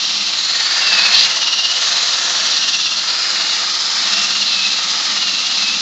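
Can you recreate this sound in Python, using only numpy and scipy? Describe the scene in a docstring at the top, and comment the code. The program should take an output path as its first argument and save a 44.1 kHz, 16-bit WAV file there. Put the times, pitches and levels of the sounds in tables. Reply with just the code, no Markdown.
"""A wire wheel brush on a cordless drill scours the lip of a steel car rim, close by, in a garage.
Thousands of wire tips strike the lip each second: a bright rasp that pulses once a turn because the
brush runs out of true. It digs in once, and stray wires catch and snap free. The steel rings along.
Under pressure the drill slows and its gears whine near 2.7 kHz. Underneath, rim and tyre drone and
the motor hums over a faint room rumble."""
import sys
import numpy as np
from scipy import signal
from scipy.fft import rfft, irfft
from scipy.io import wavfile

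SR = 44100
rng = np.random.default_rng(int(sys.argv[2]) if len(sys.argv) > 2 else 0)


def pcm_store(signal):
    """Save signal as 16-bit PCM."""
    levels = np.round(np.clip(np.atleast_2d(signal), -1, 1) * 32767)
    wavfile.write(sys.argv[1], SR, levels.astype(np.int16).T)


N = 256220
TIME = np.arange(N) / SR

# brush speed, sagging under load: t/s, speed/(turns per s)
BRUSH_SPEED = [(0, 17.7), (.2, 16.9), (.38, 18), (.56, 18.15), (.72, 17.75), (.85, 17.1), (1, 15.95),
               (1.14, 16.3), (1.3, 18), (1.43, 17.95), (1.56, 17.6), (1.66, 17.8), (1.8, 18.4), (2.5, 18.4),
               (2.7, 17.25), (2.9, 17.15), (3.12, 18.25), (3.5, 17.85), (3.9, 19.1), (4.12, 17.25),
               (4.3, 17.05), (4.39, 17.9), (4.6, 16.15), (4.73, 16.15), (4.86, 17.8), (5, 18.5),
               (5.22, 17.95), (5.38, 16.8), (5.51, 18.1), (5.64, 16.2), (5.7, 16.1), (5.81, 17.8)]
# the heavy spot meets the lip earlier or later as the drill is moved: t/s, lead/turns
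HEAVY_SPOT = [(.4, .16), (.72, .32), (.99, .73), (1.15, .3), (1.38, .26), (1.56, .36), (1.84, 0.0072),
              (1.93, .36), (2.4, .35), (2.75, .3), (3.1, .21), (3.22, .41), (3.55, .54), (3.73, .24),
              (4.05, .27), (4.2, .37), (4.45, .34), (4.62, .44), (4.83, .23), (5.02, .39), (5.25, .36),
              (5.48, .21), (5.63, .37), (5.81, .26)]
# the hand leans on the drill and eases off: start t/s, hardest t/s, end t/s, boost/dB
LEANS = [(-.15, .2, 0.41, .2), (.378, .679, 0.96, 1.5), (.75, .99, 1.3, 3.5), (1.15, 1.55, 2, 1.4),
         (1.68, 1.93, 2.4, 2), (2.15, 2.44, 2.85, 2), (3.05, 3.35, 4, 1.1), (3.9, 4.15, 4.43, 2),
         (4.3, 4.628, 4.7, 2), (5.04, 5.3, 5.3, .5), (5.43, 5.66, 5.8, 1.5)]
# the brush bounces on the lip: middle t/s, length/s, extra pulse depth (relative)
BOUNCES = [(0.521, .6, 0.8), (1.0, .22, .5), (1.583, .72, 1.6), (2.79, .66, 1.2), (4.379, .3, 1.4),
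           (4.78, .16, 0.8), (5.18, .2, 1.1)]
# EQ of the wires' rasp: f/Hz, level/dB
RASP_EQ = [(2300, -20.5), (2700, -7), (3100, -6.5), (3550, -3.5), (3850, -1), (4200, 0), (4700, -3),
           (5300, -6), (5900, -14.5), (6800, -45)]
# EQ of the sizzle on top of the rasp: f/Hz, level/dB
SIZZLE_EQ = [(4800, -20.5), (5500, 0.5), (5900, 4), (6500, 0.5), (7000, -1.5), (7500, -7.5), (8000, -20.5),
             (8200, -53.5)]
# fader of the sizzle: t/s, level/dB
SIZZLE_FADER = [(0, -28.5), (.33, -28), (.48, -27.5), (1.0, -25.5), (1.25, -24), (1.53, -31), (1.85, -23.5),
                (2.35, -25), (2.85, -28), (3.8, -26.5), (4.2, -25.5), (4.7, -27.5), (4.95, -25.5),
                (5.25, -27), (5.81, -28)]
# sliding wire resonances: start t/s, end t/s, first f/Hz, middle f/Hz, last f/Hz, level/dB
GLINTS = [(-.15, .36, 5560, 5550, 5500, -11), (.26, .78, 6600, 6900, 7050, -15),
          (.22, .95, 3900, 4310, 5030, -3), (.72, 1.22, 4950, 4600, 4100, -5.5),
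          (1.18, 1.85, 6200, 5720, 5395, -8.5), (1.15, 1.6, 4500, 4400, 4250, -9.5),
          (1.25, 1.92, 2920, 2960, 3050, -9.5), (1.68, 2.6, 6560, 6550, 6370, -16),
          (1.8, 2.28, 4000, 4100, 4147, -6), (2.1, 3.05, 5950, 5730, 5680, -9),
          (2.28, 2.72, 4450, 4420, 4400, -8), (2.6, 3.08, 3150, 3480, 3700, -10.5),
          (2.82, 3.2, 4150, 4400, 4700, -9.5), (3.0, 3.42, 4700, 4950, 5100, -3),
          (3.25, 3.72, 4400, 4350, 4250, -10), (3.05, 3.7, 6700, 6900, 6700, -16.5),
          (3.45, 4.15, 4900, 4980, 5200, -6), (4.0, 4.42, 5270, 5400, 5510, -6),
          (4.2, 4.9, 4300, 4030, 4150, -7), (4.752, 5.3, 5030, 5060, 5106, -8.5),
          (5.45, 5.82, 4200, 4100, 4100, -6), (5.45, 6.0, 5060, 5150, 5210, -11)]
# notches that hollow the scrape: start t/s, end t/s, first f/Hz, last f/Hz, deepest level/dB
HOLLOWS = [(1.25, 1.95, 2230, 2420, -7), (2.0, 2.45, 2250, 2200, -7.5), (2.1, 2.5, 4400, 4100, -2),
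           (2.35, 3.1, 2300, 2300, -5), (2.7, 3.45, 3750, 3900, -2.5), (3.05, 3.75, 3300, 3050, -5),
           (3.6, 4.1, 2800, 2750, -7.5)]
# single wires snapping free: t/s, level/dB
SNAPS = [(.884, -6.5), (.939, 3), (.969, -12), (1.039, -5), (1.154, -4), (1.177, 0), (1.192, -4.5),
         (1.202, -6), (1.21, -6), (1.232, -5), (1.251, -1), (1.595, -8), (2.928, -7), (3.368, -10.5),
         (4.184, -8), (4.427, -9), (4.542, -9)]
# modes of the steel rim: f/Hz, width/Hz, level/dB
RIM_MODES = [(513, 32, 2), (625, 79, -6), (914, 93, -4), (1124, 11, -9.5), (2100, 80, -4), (2610, 45, 1.5)]
# EQ of the lip's ring: f/Hz, level/dB
LIP_EQ = [(200, -31), (400, -20), (500, -13.5), (700, -7.5), (950, -3.5), (1330, -0.5), (1500, -2),
          (1850, -3), (2150, -2), (2450, -0.5), (3000, -15)]
# group fader of the rim's lip, dish and drone: t/s, level/dB
RIM_FADER = [(0, -34), (.35, -33), (.72, -29), (1.05, -26), (1.25, -28), (1.62, -32.5), (1.85, -28),
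             (2.15, -28), (2.45, -28.5), (2.88, -35), (3.15, -30), (3.5, -30.5), (3.82, -31.5),
             (4.08, -28.5), (4.4, -32.5), (4.75, -32.5), (5.05, -29.5), (5.4, -33.5), (5.62, -31.5),
             (5.81, -34)]
# centre of the barrel's ring, moving with the place of contact: t/s, f/Hz
BARREL_CENTRE = [(.55, 1860), (.8, 1756), (1.05, 1630), (1.25, 1956), (1.9, 1720), (2.5, 1780), (3.3, 1600),
                 (4.2, 1850)]
# EQ of the barrel's ring: f/Hz, level/dB
BARREL_EQ = [(1000, -16), (1450, -2), (1900, -0.5), (2300, -4), (3200, -2.5)]
# fader of the barrel as the brush sweeps to and fro along the lip: t/s, level/dB
BARREL_FADER = [(0, -41.5), (.33, -39), (.72, -25.5), (1.2, -25), (1.55, -37), (1.88, -31), (2.45, -29.5),
                (2.62, -31), (2.9, -39), (3.15, -33.5), (3.5, -31), (3.83, -37), (4.05, -31.5), (4.4, -37),
                (5.12, -33), (5.45, -41.5), (5.63, -34), (5.81, -40.5)]
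# gear whine, rising with the load: t/s, level/dB, roughness/(0-1)
WHINE_CURVES = [(0, -40, .8), (.2, -31.5, .8), (.45, -44, .8), (.76, -32, .5), (.83, -24, 0.2),
                (.92, -22.5, 0.2), (.99, -17, .3), (1.04, -20.5, .4), (1.13, -24.5, 0.8), (1.3, -26.5, .6),
                (1.37, -27.5, .5), (1.43, -25.5, .35), (1.53, -24.5, 0.4), (1.65, -21, .3),
                (1.71, -27, .45), (1.77, -24.5, .35), (1.85, -42, .8), (2.5, -36, .8), (2.63, -25.5, .6),
                (2.75, -24, .45), (2.83, -28.5, .6), (2.93, -29, .75), (3.08, -42, 0.53), (3.45, -29.5, .3),
                (3.7, -38, .5), (4.04, -45, .6), (4.1, -30, 0.5), (4.19, -25.5, .45), (4.3, -30, .6),
                (4.36, -26.5, .4), (4.5, -28, .55), (4.65, -24, .5), (4.71, -31, .7), (4.8, -28, .5),
                (4.85, -45, .7), (5.12, -40, .7), (5.18, -27, 0.3), (5.3, -27, .5), (5.41, -28, .45),
                (5.53, -30.5, .55), (5.66, -24.5, .4), (5.81, -33.5, .7)]
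# EQ of the tyre's boom: f/Hz, level/dB
BOOM_EQ = [(130, -31), (170, -12.5), (197, 1.5), (215, -3), (230, -12.5), (245, -5.5), (290, -7.5),
           (340, -19.5), (450, -34)]
# fader of the tyre's boom: t/s, level/dB
BOOM_FADER = [(0, -43.5), (.2, -44.5), (.35, -50.5), (.72, -49), (.92, -41.5), (1.15, -44), (1.3, -47.5),
              (2.0, -52.5), (2.3, -47), (2.9, -44.5), (3.22, -54), (3.43, -42.5), (3.78, -51),
              (4.05, -42.5), (4.45, -41), (5.0, -43), (5.23, -37.5), (5.45, -42.5), (5.72, -38)]
# EQ of the rim's drone: f/Hz, level/dB
DRONE_EQ = [(130, -18), (160, -4), (270, -4), (350, 1.5), (410, -3.5), (500, -1), (650, -3.5), (1000, -12)]
# partials of the motor's hum: multiple of the turn rate, level/dB
HUM_PARTIALS = [(9, -5.5), (18, 0)]
# fader of the hum: t/s, level/dB
HUM_FADER = [(0, -57), (.45, -52), (1, -57), (1.4, -53.5), (1.75, -56), (2.2, -51.5), (2.7, -51.5),
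             (3.3, -51), (3.8, -55), (4.2, -54), (4.7, -56), (5.1, -54), (5.81, -56)]
# EQ of the garage's room tone: f/Hz, level/dB
ROOM_EQ = [(20, -10), (55, -13), (75, 0), (110, 2), (150, 0.5), (300, -7)]

DIG_START_S, DIG_END_S, DIG_RAMP_S = 1.11, 1.278, 0.042  # the brush digs into the lip once


def scrape(dig, base_db=-19, dig_db=6.5, shimmer_db=0.48):
    """Wire tips rasp on steel, louder as the brush leans or digs in, with a fine sizzle on top."""
    tips = steel_tail(strikes(per_s=12000), t60=0.12, wet=0.2)
    rasp = from_db(0.35 + shimmer_db * drift(13)) * eq(tips, RASP_EQ)
    fine_tips = steel_tail(strikes(per_s=14000), t60=0.24, wet=0.21)
    sizzle = from_db(curve(SIZZLE_FADER) - 1.27 + shimmer_db * drift(11)) * eq(fine_tips, SIZZLE_EQ)
    glint, glint_power = glints()
    body = (rasp + glint) / np.sqrt(1 + 0.62 * glint_power)  # a glint draws its energy from the rasp
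    return from_db(base_db + lean_db() + dig_db * dig) * body + sizzle


def lean_db():
    """Each lean of the hand swells the scrape and eases off."""
    return sum(db * np.sin(np.pi / 2 * np.interp(TIME, [start, hardest, end], [0, 1, 0])) ** 2
               for start, hardest, end, db in LEANS)


def bouncing(base=0.97):
    """Relative depth of the once-a-turn pulse: each spell of bouncing builds and dies away."""
    return base + sum(extra * np.sin(np.pi * ramp(middle - length / 2, length))
                      for middle, length, extra in BOUNCES)


def pressure(angle, bounce, chatter_db=0.43):
    """Tremolo: the brush presses hardest once a turn, and its uneven tufts chatter on top."""
    pulse_db = 0.88 * bounce * (np.cos(angle) + 0.2 * np.cos(2 * angle))
    return from_db(pulse_db + chatter_db * drift(83) + 0.43)


def glints(width_hz=310, wobble=0.01, fade_s=0.18):
    """Wire resonances fade in, slide as the brush tilts and fade out; returns sound and power."""
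    sound = power = 0
    blows = strikes(per_s=8300, spread_db=3)
    waver = 1 + wobble * drift(34)
    for start, end, first_hz, middle_hz, last_hz, db in GLINTS:
        hz = waver * np.interp(TIME, [start, (start + end) / 2, end], [first_hz, middle_hz, last_hz])
        gain = from_db(db) * ramp(start, fade_s) * (1 - ramp(end - fade_s, fade_s))
        sound += gain * rms_one(resonance(resonance(blows, hz, width_hz), hz, 2 * width_hz))
        power += gain ** 2
    return from_db(0.8 * drift(10)) * sound, power


def hollowed(x, width_hz=400):
    """Swept notches: a band of the scrape thins out for a while and fills again."""
    for start, end, first_hz, last_hz, db in HOLLOWS:
        depth = 1 - from_db(db * np.sin(np.pi * ramp(start, end - start)))
        x = x - depth * resonance(x, np.interp(TIME, [start, end], [first_hz, last_hz]), width_hz)
    return x


def bite(dig, level_db=-15.5, fade_db_per_s=40):
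    """The tips jam against the lip and chatter: hard, separate hits, strongest as they first catch."""
    hits = steel_tail(strikes(per_s=900), t60=0.06, wet=0.3)
    ringing = eq(resonance(hits, hz=4150, width_hz=1000), RASP_EQ)
    return dig * from_db(level_db - fade_db_per_s * np.clip(TIME - DIG_START_S, 0, 1)) * ringing


def snaps():
    """Caught wires spring free, each with a short sharp tick."""
    clicks = np.zeros(N)
    for t, db in SNAPS:
        clicks[round(t * SR)] = from_db(db)
    ticks = eq(clicks, RASP_EQ)
    return ticks * clicks.max() / np.abs(ticks).max()


def rim_lip(rim_db):
    """The wires' blows ring the steel lip at the rim's modes."""
    blows = steel_tail(strikes(per_s=5500), t60=0.16, wet=0.3)
    modes = sum(from_db(db - 0.5) * resonance(blows, hz, width) for hz, width, db in RIM_MODES)
    return from_db(rim_db + 1.5) * eq(blows + modes, LIP_EQ)


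def rim_dish(rim_db, trim_db=-9.5, rise_db=5):
    """The dish rings in a close pair of modes and comes forward about halfway through."""
    taps = resonance(strikes(per_s=6000), hz=1283, width_hz=410)
    pair = resonance(taps, hz=1230, width_hz=120) - resonance(taps, hz=1386, width_hz=89)
    return from_db(rim_db + trim_db + rise_db * ramp(start_s=2.3, length_s=0.38)) * rms_one(pair)


def rim_barrel():
    """The barrel rings in a broad midrange band that moves with the place of contact."""
    blows = steel_tail(strikes(per_s=6000, spread_db=3.5), t60=0.091, wet=0.34)
    ringing = resonance(blows, curve(BARREL_CENTRE), width_hz=420)
    return from_db(curve(BARREL_FADER) - 0.5) * eq(ringing, BARREL_EQ)


def wheel_reflection(x, delay_s=0.0028, sway=0.061, wet=0.15):
    """A light flange: the path of the reflection off the wheel changes as the drill moves."""
    late = np.interp(TIME - delay_s * (1 + sway * drift(0.87)), TIME, x, left=0)
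    return (x + wet * late) / np.sqrt(1 + wet ** 2)


def gear_whine(speed, angle, bounce, teeth_per_turn=160, bend=0.009, waver=0.003):
    """The loaded gears whine; each pass of the heavy spot brakes them into a falling chirp."""
    hz = teeth_per_turn * speed * (1 - bend * bounce * np.sin(angle) + waver * drift(50))
    tone = np.sqrt(2) * np.sin(2 * np.pi * np.cumsum(hz) / SR)
    # the chatter of the wires shakes the mesh and roughens the tone
    chatter = strikes(per_s=6000, spread_db=1)
    grit = rms_one(resonance(resonance(chatter, hz, width_hz=260), hz, width_hz=500))
    roughness = curve(WHINE_CURVES, column=2)
    whine = np.sqrt(1 - roughness ** 2) * tone + roughness * grit
    # opposite the heavy spot the load is off and the whine ducks, deeper with hard bouncing
    duck_db = 3.5 * bounce * ((1 - np.cos(angle)) / 2) ** 1.5
    return from_db(curve(WHINE_CURVES) + 1.2 + drift(26) - duck_db) * whine


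def wheel_drone(rim_db, turns):
    """The tufts shake the wheel much alike on every turn: tyre and rim drone in a comb of low lines."""
    boom = from_db(curve(BOOM_FADER) - 2) * eq(tufts(turns, alike=0.42), BOOM_EQ)
    drone = from_db(rim_db - 16.5) * eq(tufts(turns, alike=0.68), DRONE_EQ)
    return boom + drone


def tufts(turns, alike, points_per_turn=256):
    """The uneven pull of the tufts round the brush: each turn carries over part of its neighbour."""
    pulls = rng.standard_normal((int(turns[-1]) + 30, points_per_turn))
    pattern = signal.lfilter([1], [1, -alike], pulls, axis=0)[::-1].ravel()
    return np.interp(turns * points_per_turn, np.arange(len(pattern)), pattern)


def motor_hum(turns, flutter_db=1.6):
    """The drive hums in low partials locked to the brush."""
    hum_db = curve(HUM_FADER)
    return sum(from_db(hum_db + db + flutter_db * drift(5.1)) * np.sqrt(2) * np.sin(2 * np.pi * k * turns)
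               for k, db in HUM_PARTIALS)


def room_tone(level_db=-64.5):
    """A faint bed of low rumble in the garage."""
    return from_db(level_db) * eq(rng.standard_normal(N), ROOM_EQ)


def strikes(per_s, spread_db=2.5):
    """Wire tips hit the steel at random, a few much harder than the rest."""
    sizes = from_db(spread_db * np.minimum(rng.exponential(1, N), 5)) * rng.choice([-1, 1], N)
    return rms_one(sizes * (rng.random(N) < per_s / SR))


def steel_tail(x, t60, wet):
    """The rim's countless high modes ring on after every blow, dying by 60 dB in t60 seconds."""
    tail = rng.standard_normal(SR // 4) * from_db(-60 * TIME[:SR // 4] / t60)
    return rms_one(rms_one(x) + wet * rms_one(signal.fftconvolve(x, tail)[:N]))


def resonance(x, hz, width_hz):
    """A sweepable band-pass with unity gain at its centre."""
    spin = np.exp(2j * np.pi * np.cumsum(hz + np.zeros(N)) / SR)
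    pole = np.exp(-np.pi * width_hz / SR)
    return 2 * np.real(spin * signal.lfilter([1 - pole], [1, -pole], x / spin))


def eq(x, points):
    """Shape x with an EQ curve that rolls off 20 dB an octave past its ends; rms 1."""
    hz, db = np.transpose(points)
    octave, nodes = np.log2(np.arange(N // 2 + 1) * SR / N + 1), np.log2(hz)
    outside = np.abs(octave - np.clip(octave, nodes[0], nodes[-1]))
    return rms_one(irfft(rfft(x) * from_db(np.interp(octave, nodes, db) - 20 * outside), N))


def drift(rate_hz, size=8192):
    """A smooth random LFO with rms 1, rolling off above rate_hz."""
    hz = np.arange(size // 2 + 1) * SR / N
    slow = irfft(rfft(rng.standard_normal(size)) / (1 + (hz / rate_hz) ** 2), size)
    return np.interp(TIME, np.linspace(0, N / SR, size), rms_one(slow))


def curve(rows, column=1):
    """One column of an automation table, at every sample."""
    columns = np.transpose(rows)
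    return np.interp(TIME, columns[0], columns[column])


def ramp(start_s, length_s):
    """Linear fade from 0 to 1."""
    return np.clip((TIME - start_s) / length_s, 0, 1)


def from_db(db):
    """Decibels to gain."""
    return 10 ** (np.asarray(db) / 20)


def rms_one(x):
    """Scale to rms 1."""
    return x / np.sqrt(np.mean(x ** 2) + 1e-20)


def scene():
    """Brush, wheel, drill and room, mixed in mono on both channels."""
    speed = curve(BRUSH_SPEED)
    turns = np.cumsum(speed) / SR
    angle = 2 * np.pi * (turns + curve(HEAVY_SPOT))  # a whole turn each time the heavy spot lands
    bounce = bouncing()
    dig = ramp(DIG_START_S, DIG_RAMP_S) * (1 - ramp(DIG_END_S - DIG_RAMP_S, DIG_RAMP_S))
    rim_db = curve(RIM_FADER)
    tremolo = pressure(angle, bounce)
    scouring = wheel_reflection(scrape(dig) + rim_lip(rim_db) + rim_dish(rim_db) + rim_barrel())
    brush = tremolo * (hollowed(scouring) + gear_whine(speed, angle, bounce))
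    room = room_tone()
    mono = brush + bite(dig) + snaps() + wheel_drone(rim_db, turns) + motor_hum(turns) + room
    return np.array([mono, mono])


def record(dry):
    """Master chain: hard-clip the highest peaks, roll off the deepest bass, cut the top steeply."""
    clipped = np.clip(dry, -0.92, 0.92)
    low_cut = signal.butter(1, 45, "high", fs=SR, output="sos")
    high_cut = signal.ellip(14, 0.1, 90, 8118, fs=SR, output="sos")
    return 0.99 * signal.sosfilt(high_cut, signal.sosfilt(low_cut, clipped))


dry = scene()
out = record(dry)
pcm_store(out)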